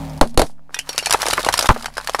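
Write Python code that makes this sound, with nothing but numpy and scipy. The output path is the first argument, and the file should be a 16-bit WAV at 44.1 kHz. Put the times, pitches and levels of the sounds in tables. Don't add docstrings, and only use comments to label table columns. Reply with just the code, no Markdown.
import sys
import numpy as np
from scipy import signal
from scipy.io import wavfile
from scipy.ndimage import uniform_filter1d

SR = 44100
rng = np.random.default_rng(int(sys.argv[2]) if len(sys.argv) > 2 else 0)


def linear_from_db(decibels):
    return 10 ** (np.asarray(decibels, float) / 20)


def output_pcm(signal):
    pcm = np.clip(np.atleast_2d(signal).T, -1, 1) * 32767
    wavfile.write(sys.argv[1], SR, np.round(pcm).astype(np.int16))


N = 97020


def in_time(rows):
    s, *columns = np.transpose(rows)
    return [np.interp(np.arange(N) / SR, s, c) for c in columns]


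def coloured(x, points):
    hz, db = np.transpose(points)
    f = np.geomspace(60, SR / 2, 200)
    gain = linear_from_db(np.interp(np.log(f), np.log(hz), db, left=-50, right=-60))
    power = np.r_[0, gain] ** 2 + 1e-7
    taps = signal.minimum_phase(signal.firwin2(1023, np.r_[0, f], power, fs=SR))
    return signal.fftconvolve(x, taps / np.sqrt(np.sum(taps ** 2)))[:len(x)]


def ring(x, hz, t60):
    r, w = linear_from_db(-60 / (t60 * SR)), 2 * np.pi * hz / SR
    return signal.lfilter([0, np.sin(w)], [1, -2 * r * np.cos(w), r * r], x + 1e-18)


def band(x, order, hz, kind):
    return signal.lfilter(*signal.butter(order, hz, kind, fs=SR), x)


def unit(x):
    return x / np.max(np.abs(x))


def add(out, s, x):
    i = int(s * SR)
    out[i:i + len(x)] += x[:len(out) - i]


def splinters(size, spread):
    x = rng.standard_normal(size) * linear_from_db(spread * np.minimum(rng.exponential(1, size), 4))
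    return x / np.std(x)


# (time [s], pop level [dB], settled pitch [Hz], suck of air [full scales],
# splinter level [dB])
IMPLOSIONS = [
    (0.2117, 2.5, 624, -1.17, -6),
    (0.3751, -3, 567, -1.07, -5.5),
    (0.3939, -5, 600, 0.62, -7.5),
    (0.4169, -5.5, 620, -0.23, -10.5),
    (1.6901, 4, 900, -1.226, -28),
    (1.6976, -6, 926, 1.33, -29),
    (1.7053, -4, 1025, -1.3, -45),
]
# (time [s], push [full scales])
SLOSH = [
    (1.7021, -0.86),
    (1.704, 0.68),
    (1.7112, 0.9),
]


def implosions():
    t, out, hits = np.arange(SR // 4) / SR, np.zeros(N), np.zeros(N)
    sweep_hz, sweep_s, pop_cycles, suck_s = 900, 0.00085, 4.06, 0.018
    for s, db, hz, suck, _ in IMPLOSIONS:
        turns = hz * t + sweep_hz * sweep_s * (1 - np.exp(-t / sweep_s))
        boom = linear_from_db(-12) * np.sin(2 * np.pi * 327 * t)
        age = t * hz / pop_cycles
        pop = (np.sin(2 * np.pi * turns) + boom) * np.exp(-age ** 2)
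        rough = ring(rng.standard_normal(len(t)), 0.96 * hz, 0.0049)
        pop = pop + linear_from_db(-4) * rough / rough.std() * np.exp(-age / 2.06)
        air = suck * (1 - np.exp(-(t / 0.0042) ** 2)) * np.exp(-t / suck_s)
        add(out, s + 0.00034, linear_from_db(db) * pop + air)
        hits[int(s * SR)] = linear_from_db(db - 24.5)
    for s, push in SLOSH:
        add(out, s, push * (1 - np.exp(-(t / 0.0019) ** 2)) * np.exp(-t / suck_s))
    tyre_hz, tyre_t60_s, swell_s = 232.4, 0.45, 0.016
    hum = ring(hits, tyre_hz, tyre_t60_s) - ring(hits, tyre_hz, swell_s * np.log(1000))
    hum = hum * (1 + .5 * np.sin(2 * np.pi * 23 * np.arange(N) / SR))
    rows = [(s, db, 4500) for s, *_, db in IMPLOSIONS]
    return out + cracks(rows) + hum


# (frequency [Hz], level [dB per Hz])
GLASS = [(880, -19), (1500, -2), (1970, -7), (4760, 0), (6430, -4), (10700, -4.5), (15200, -25),
         (16500, -33)]


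def cracks(rows):
    t, burst, rings = np.arange(6000) / SR, np.zeros(N), np.zeros(N)
    crack_s, tail_s, tail_db, own_db, own_cycles = 0.0018, 0.013, -16.5, -6, 47
    shard_db, shard_t60_s = -15.5, 0.036
    for s, db, hz in rows:
        lumps = np.repeat(linear_from_db(2.95 * rng.standard_normal(60)), 100)
        fade = np.exp(-t / crack_s) + lumps * linear_from_db(tail_db) * np.exp(-t / tail_s)
        x = splinters(len(t), spread=1.0) * fade
        x *= 1 - np.exp(-t / 0.00052)
        add(burst, s, linear_from_db(db) * band(x, 1, min(3.9 * hz, SR / 2.5), "low"))
        add(rings, s, linear_from_db(db + own_db) * unit(ring(x, hz, own_cycles / hz)))
        chance = rng.random((4, 2))
        for f, d in zip(2200 * 3 ** chance[:, 0], -10 * chance[:, 1]):
            add(rings, s, linear_from_db(db + d + shard_db) * unit(ring(x, f, shard_t60_s)))
    return coloured(burst, GLASS) + rings


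# (time [s], level [dB], ringing pitch [Hz])
CRACKS = [(0.744, -16, 5830), (0.7893, -11, 3060), (0.8914, -15, 4530), (0.9291, -24.5, 2700),
          (0.979, -7.5, 5080), (0.9878, -9.5, 2790), (1.0491, -23, 3010), (1.0588, -6.5, 3160),
          (1.0687, -14, 2570), (1.0961, -19, 7200), (1.1076, -5, 5630), (1.1252, -5.5, 9700),
          (1.1357, -6, 2590), (1.1467, -21, 3480), (1.2062, -25, 4240), (1.2179, -9.5, 5940),
          (1.2291, -18, 3220), (1.2562, -18, 4050), (1.2644, -11, 2740), (1.2742, -19, 3500),
          (1.2839, -11.5, 7200), (1.3029, -14.5, 4650), (1.3078, -9, 4730), (1.3342, -7.5, 4100),
          (1.3688, -39, 2810),
          (1.378, -22, 2450), (1.3932, -20, 4430), (1.4031, -25, 4360), (1.4292, -19.5, 4500),
               (1.4473, -14, 4370), (1.461, -18, 4130), (1.468, -18, 2900), (1.4872, -11, 4200),
               (1.5064, -41, 3240), (1.5255, -14.5, 3450), (1.5388, -7, 5570), (1.5781, -9.5, 5100),
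               (1.591, -3.5, 5400), (1.5943, -16, 5800), (1.6093, -13, 4870), (1.625, -11, 6070),
               (1.641, -35, 6900), (1.657, -13.5, 3750), (1.6675, -17, 5960), (1.8244, -24, 5070),
               (1.858, -16, 3060), (1.9793, -20.5, 5130), (2.0731, -15, 4600), (2.0946, -16, 3450),
               (2.1471, -17, 5500), (2.1928, -16, 6300)]


def crushed_glass():
    return cracks(CRACKS)


def knocks(rows):
    t, out = np.arange(4000) / SR, np.zeros(N)
    knock_s, cycles, tail_s, tail_db = 0.0016, 5.3, 0.0094, -19
    pressed_s, thud_hz, thud_db = 1.0, 85.5, -23.5
    for s, db, hz in rows:
        fade = 0.31 * np.exp(-t / knock_s) + linear_from_db(tail_db) * np.exp(-t / tail_s)
        x = rng.standard_normal(len(t)) * fade
        x[0] += 3.0
        y = ring(x, hz, cycles / hz) + .5 * ring(x, 1.566 * hz, cycles / hz)
        if pressed_s < s < IMPLOSIONS[-1][0]:
            add(out, s, linear_from_db(db + thud_db) * np.sin(2 * np.pi * thud_hz * t) * np.exp(-t / 0.005))
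        add(out, s, linear_from_db(db) * unit(band(y, 2, [0.54 * hz, 2600], "band")))
    return out


# (time [s], level [dB], pitch [Hz])
KNOCKS = [(0.7438, -14.5, 1850), (0.8923, -18.5, 547), (0.9789, -12.5, 774), (1.0253, -21, 830),
          (1.0585, -40, 1040), (1.0688, -11, 850), (1.0965, -13, 796), (1.1075, -9, 1160),
          (1.1148, -6, 1430), (1.1262, -9, 960), (1.1356, -8.5, 870), (1.147, -0.5, 980),
          (1.1897, -24, 750), (1.2291, -9.5, 1050), (1.237, -13, 1050), (1.257, -11, 592.4),
          (1.2685, -9, 980), (1.2761, -15.5, 1000), (1.2839, -12, 700), (1.3007, -11.5, 970),
          (1.3074, -30, 1730), (1.3344, -5.5, 1380), (1.379, -2.5, 1380), (1.3829, -9.5, 630),
          (1.3945, -10.5, 640), (1.4376, -18.5, 674),
          (1.447, -13, 1320), (1.4652, -4, 610), (1.4873, 2.5, 960), (1.4986, -12, 1054),
               (1.51, -20, 910), (1.531, -13, 1570), (1.54, -2, 1130), (1.5748, -17, 800),
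               (1.5899, -6.5, 1010), (1.6006, -14, 620), (1.6098, -14.5, 890), (1.6263, -12, 686),
               (1.6442, -8.5, 814), (1.6575, -9.5, 900), (1.7623, -13, 840), (1.8342, -25, 665),
               (1.845, -16, 955), (1.8585, -14, 1440), (1.9689, -15.5, 990), (1.9812, -7.5, 970),
               (2.0005, -18.5, 1050), (2.0737, -10, 1650), (2.0879, -13, 1040), (2.095, -9, 750),
               (2.1466, -4, 1120), (2.1933, -9.5, 672)]
# (time [s], peak level [dB])
MORE_KNOCKS = [
    (0.497, -34.5),
    (0.593, -40),
    (0.694, -31.5),
    (0.789, -27),
    (1.144, -1.5),
    (1.768, -20),
]


def crushed_sleeves():
    settling = np.array([(s, db, 750) for s, db in MORE_KNOCKS])
    return knocks(np.vstack([KNOCKS, settling]))


# (time [s], level [dB])
GRIND = [(.68, -86), (.74, -54), (.85, -57.5), (.9, -47), (1.0, -46.5), (1.18, -39.5), (1.3, -34.5),
         (1.42, -38), (1.62, -38), (1.67, -32), (1.78, -46.5), (1.87, -51), (1.93, -57), (2.0, -54.5),
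         (2.06, -46.5), (2.2, -44)]


def grinding():
    db, = in_time(GRIND)
    grains_per_s, grain_s, dull_db = 900, 0.0022, 5.5
    born = rng.random((2, N)) < grains_per_s / SR
    born = born * linear_from_db(4.84 * np.minimum(rng.exponential(1, (2, N)), 4))
    dying = signal.lfilter([1], [1, -np.exp(-1 / (grain_s * SR))], born) * rng.standard_normal((2, N))
    bright = coloured(dying[0], GLASS)
    dull = ring(np.diff(dying[1], prepend=0), 1000, 0.0024)
    return linear_from_db(db) * (bright / bright.std() + linear_from_db(dull_db) * dull / dull.std())


# (time [s], level [dB], which tube [0 first, 1 second])
WHOLE_HITS = [
    (0.744, -26.5, 0),
    (0.765, -30.5, 0),
    (0.7885, -30.5, 1),
    (0.8905, -22, 1),
    (0.929, -32, 1),
    (0.959, -37, 1),
    (0.989, -29, 1),
    (1.027, -26, 1),
    (1.0587, -19, 1),
]
# (frequency [Hz], level [dB], time to fall 60 dB [s], held to 0.075 s at
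FIRST_TUBE = [(1900, -5, 0.32), (2500, -5.5, 0.39), (2810, -11, 0.071), (3250, -8, 0.29), (3640, -1, 0.096),
              (3960, -10.5, 0.33), (4947, -24, 0.63)]
SECOND_TUBE = [(2340, -4.5, 0.21), (2630, -13, 5.0), (3060, -8.5, 0.13), (3930, -16, 0.14),
               (4410, -1.5, 0.32), (5600, -28, 0.094), (5530, -3, 0.23)]


def whole_tubes():
    t, out = np.arange(6000) / SR, np.zeros(N)
    longest_t60_s, detune_db = .075, .15
    for s, db, tube in WHOLE_HITS:
        for hz, d, t60 in (SECOND_TUBE if tube > .5 else FIRST_TUBE):
            x = rng.standard_normal(len(t)) * (np.exp(-t / 0.0033) + 0.064 * np.exp(-t / 0.014))
            hz = hz * linear_from_db(detune_db * rng.standard_normal())
            level = linear_from_db(db + d + 1.4 * rng.standard_normal())
            add(out, s, level * unit(ring(x, hz, min(t60, longest_t60_s))))
    return out


# (time [s], level [dB], pitch [Hz])
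EXTRA_KNOCKS = [(0.345, -35.5, 727), (0.582, -49, 1440), (0.707, -34, 900), (0.765, -26.5, 850),
                (0.947, -26, 698.5), (1.3305, -10, 560), (1.3105, -10.5, 1700), (1.355, -35, 1630),
                (1.47, -22, 800), (1.81, -25.5, 938), (1.883, -21, 850), (1.901, -35, 1000), (2.011, -24, 1020),
                (2.047, -33, 830), (2.146, -18, 454), (2.189, -16, 1050)]


def extra_knocks():
    return knocks(EXTRA_KNOCKS)


# (time [s], level [dB], ringing pitch [Hz])
MORE_CRACKS = [(0.0488, -38, 4920), (0.0957, -36.5, 5360), (0.134, -42, 10500), (0.176, -36.5, 9230),
               (0.2733, -33.5, 9400), (0.2937, -41, 5630), (0.3426, -39.5, 8500), (0.4663, -34, 5610),
               (0.96, -27, 2660), (1.026, -29, 2930), (1.1891, -26, 3270), (1.3305, -10.5, 3050),
               (1.5295, -13, 4000), (1.5745, -18, 4840), (1.6875, -16.5, 4440), (1.7438, -40, 2570),
               (1.7956, -33, 5130), (1.8096, -36, 5300), (1.843, -24.5, 3820), (1.9388, -36.5, 5100),
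               (1.9528, -36, 5026), (1.9702, -23, 5300), (2.0111, -30.5, 4290), (2.0356, -38, 4500),
               (2.0451, -28, 4156), (2.066, -42, 4460), (2.135, -25, 5075), (2.188, -29, 4940)]


def more_cracks():
    return cracks(MORE_CRACKS)


def debris():
    t, out = np.arange(SR // 4) / SR, np.zeros(N)
    for s, *_, db in IMPLOSIONS:
        rain = splinters(len(t), spread=1.5) * np.exp(-(t / 0.082) ** 2)
        gusts = np.repeat(linear_from_db(4.0 * rng.standard_normal(len(t) // 200 + 1)), 200)[:len(t)]
        add(out, s, linear_from_db(db - 38) * rain * gusts)
    return band(coloured(out, GLASS), 1, 3500, "high")


# (time [s], firing rate [Hz], level [dB], lift of the lowest order [dB])
ENGINE = [
    (0, 39.7, -25.5, -7),
    (.15, 37.37, -29.5, -2),
    (.205, 38.7, -29, -5),
    (.25, 37.2, -48.5, 6),
    (.35, 37.3, -40.5, 2.5),
    (.55, 40.04, -53, 4.5),
    (1.0, 37.9, -50, 8),
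    (1.5, 36.5, -44.5, 12.5),
    (2.2, 35.5, -52.5, 14),
]
# (multiple of the firing rate, level [dB])
ORDER_DB = [(1, -6), (2, -9), (3, -21), (4, -1.5), (5, -14), (6, -19), (7, -6)]
# (frequency [Hz], level [dB per Hz])
CLATTER = [(180, -26.5), (300, -11), (430, -20.5), (560, -7), (900, -9), (1170, -20), (16000, -39)]


def engine():
    hz, db, lift_db = in_time(ENGINE)
    turns = np.cumsum(hz) / SR
    waver = uniform_filter1d(rng.standard_normal((len(ORDER_DB), N)), 2000) * 100
    hum = np.zeros(N)
    for (k, d), w in zip(ORDER_DB, waver):
        lift = lift_db if k < 1.5 else 0
        hum += linear_from_db(d + w + lift) * np.sin(2 * np.pi * (k * turns + rng.random()))
    clatter = coloured(rng.standard_normal(N), CLATTER) * (1 + 0.31 * np.sin(6 * np.pi * turns))
    return linear_from_db(db) * (hum + linear_from_db(-10.5) * clatter)


def ducking():
    t, db = np.arange(N) / SR, np.zeros(N)
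    duck_db, duck_s = -11, .018
    times = np.transpose(IMPLOSIONS)[0]
    for s in times:
        if np.any(np.abs(s - .02 - times) < .015):
            continue
        db += duck_db * np.clip(4 * (1 - (s - t) / duck_s), 0, 1) * (t < s)
    return linear_from_db(db)


def scene():
    ducked = crushed_glass() + crushed_sleeves() + grinding() + debris() + engine()
    mid = implosions() + ducking() * ducked
    mid = mid + more_cracks() + extra_knocks() + whole_tubes()
    smear = mid * 10 * uniform_filter1d(rng.standard_normal(N), 100)
    side = linear_from_db(-16.5) * (band(smear, 1, 12000, "high") + linear_from_db(-27) * smear)
    return np.array([mid + side, mid - side])


def roll_off(x):
    return signal.sosfilt(signal.butter(12, 16800, fs=SR, output="sos"), x)


def record(dry):
    clip_top = .88
    clipped = dry / (1 + np.abs(dry / clip_top) ** 6) ** (1 / 6)
    coupled = band(clipped, 1, 1.0, "high")
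    limited = signal.sosfilt(signal.cheby2(10, 60, 16900, fs=SR, output="sos"), coupled)
    return roll_off(limited)


dry = scene()
out = record(dry)
output_pcm(out)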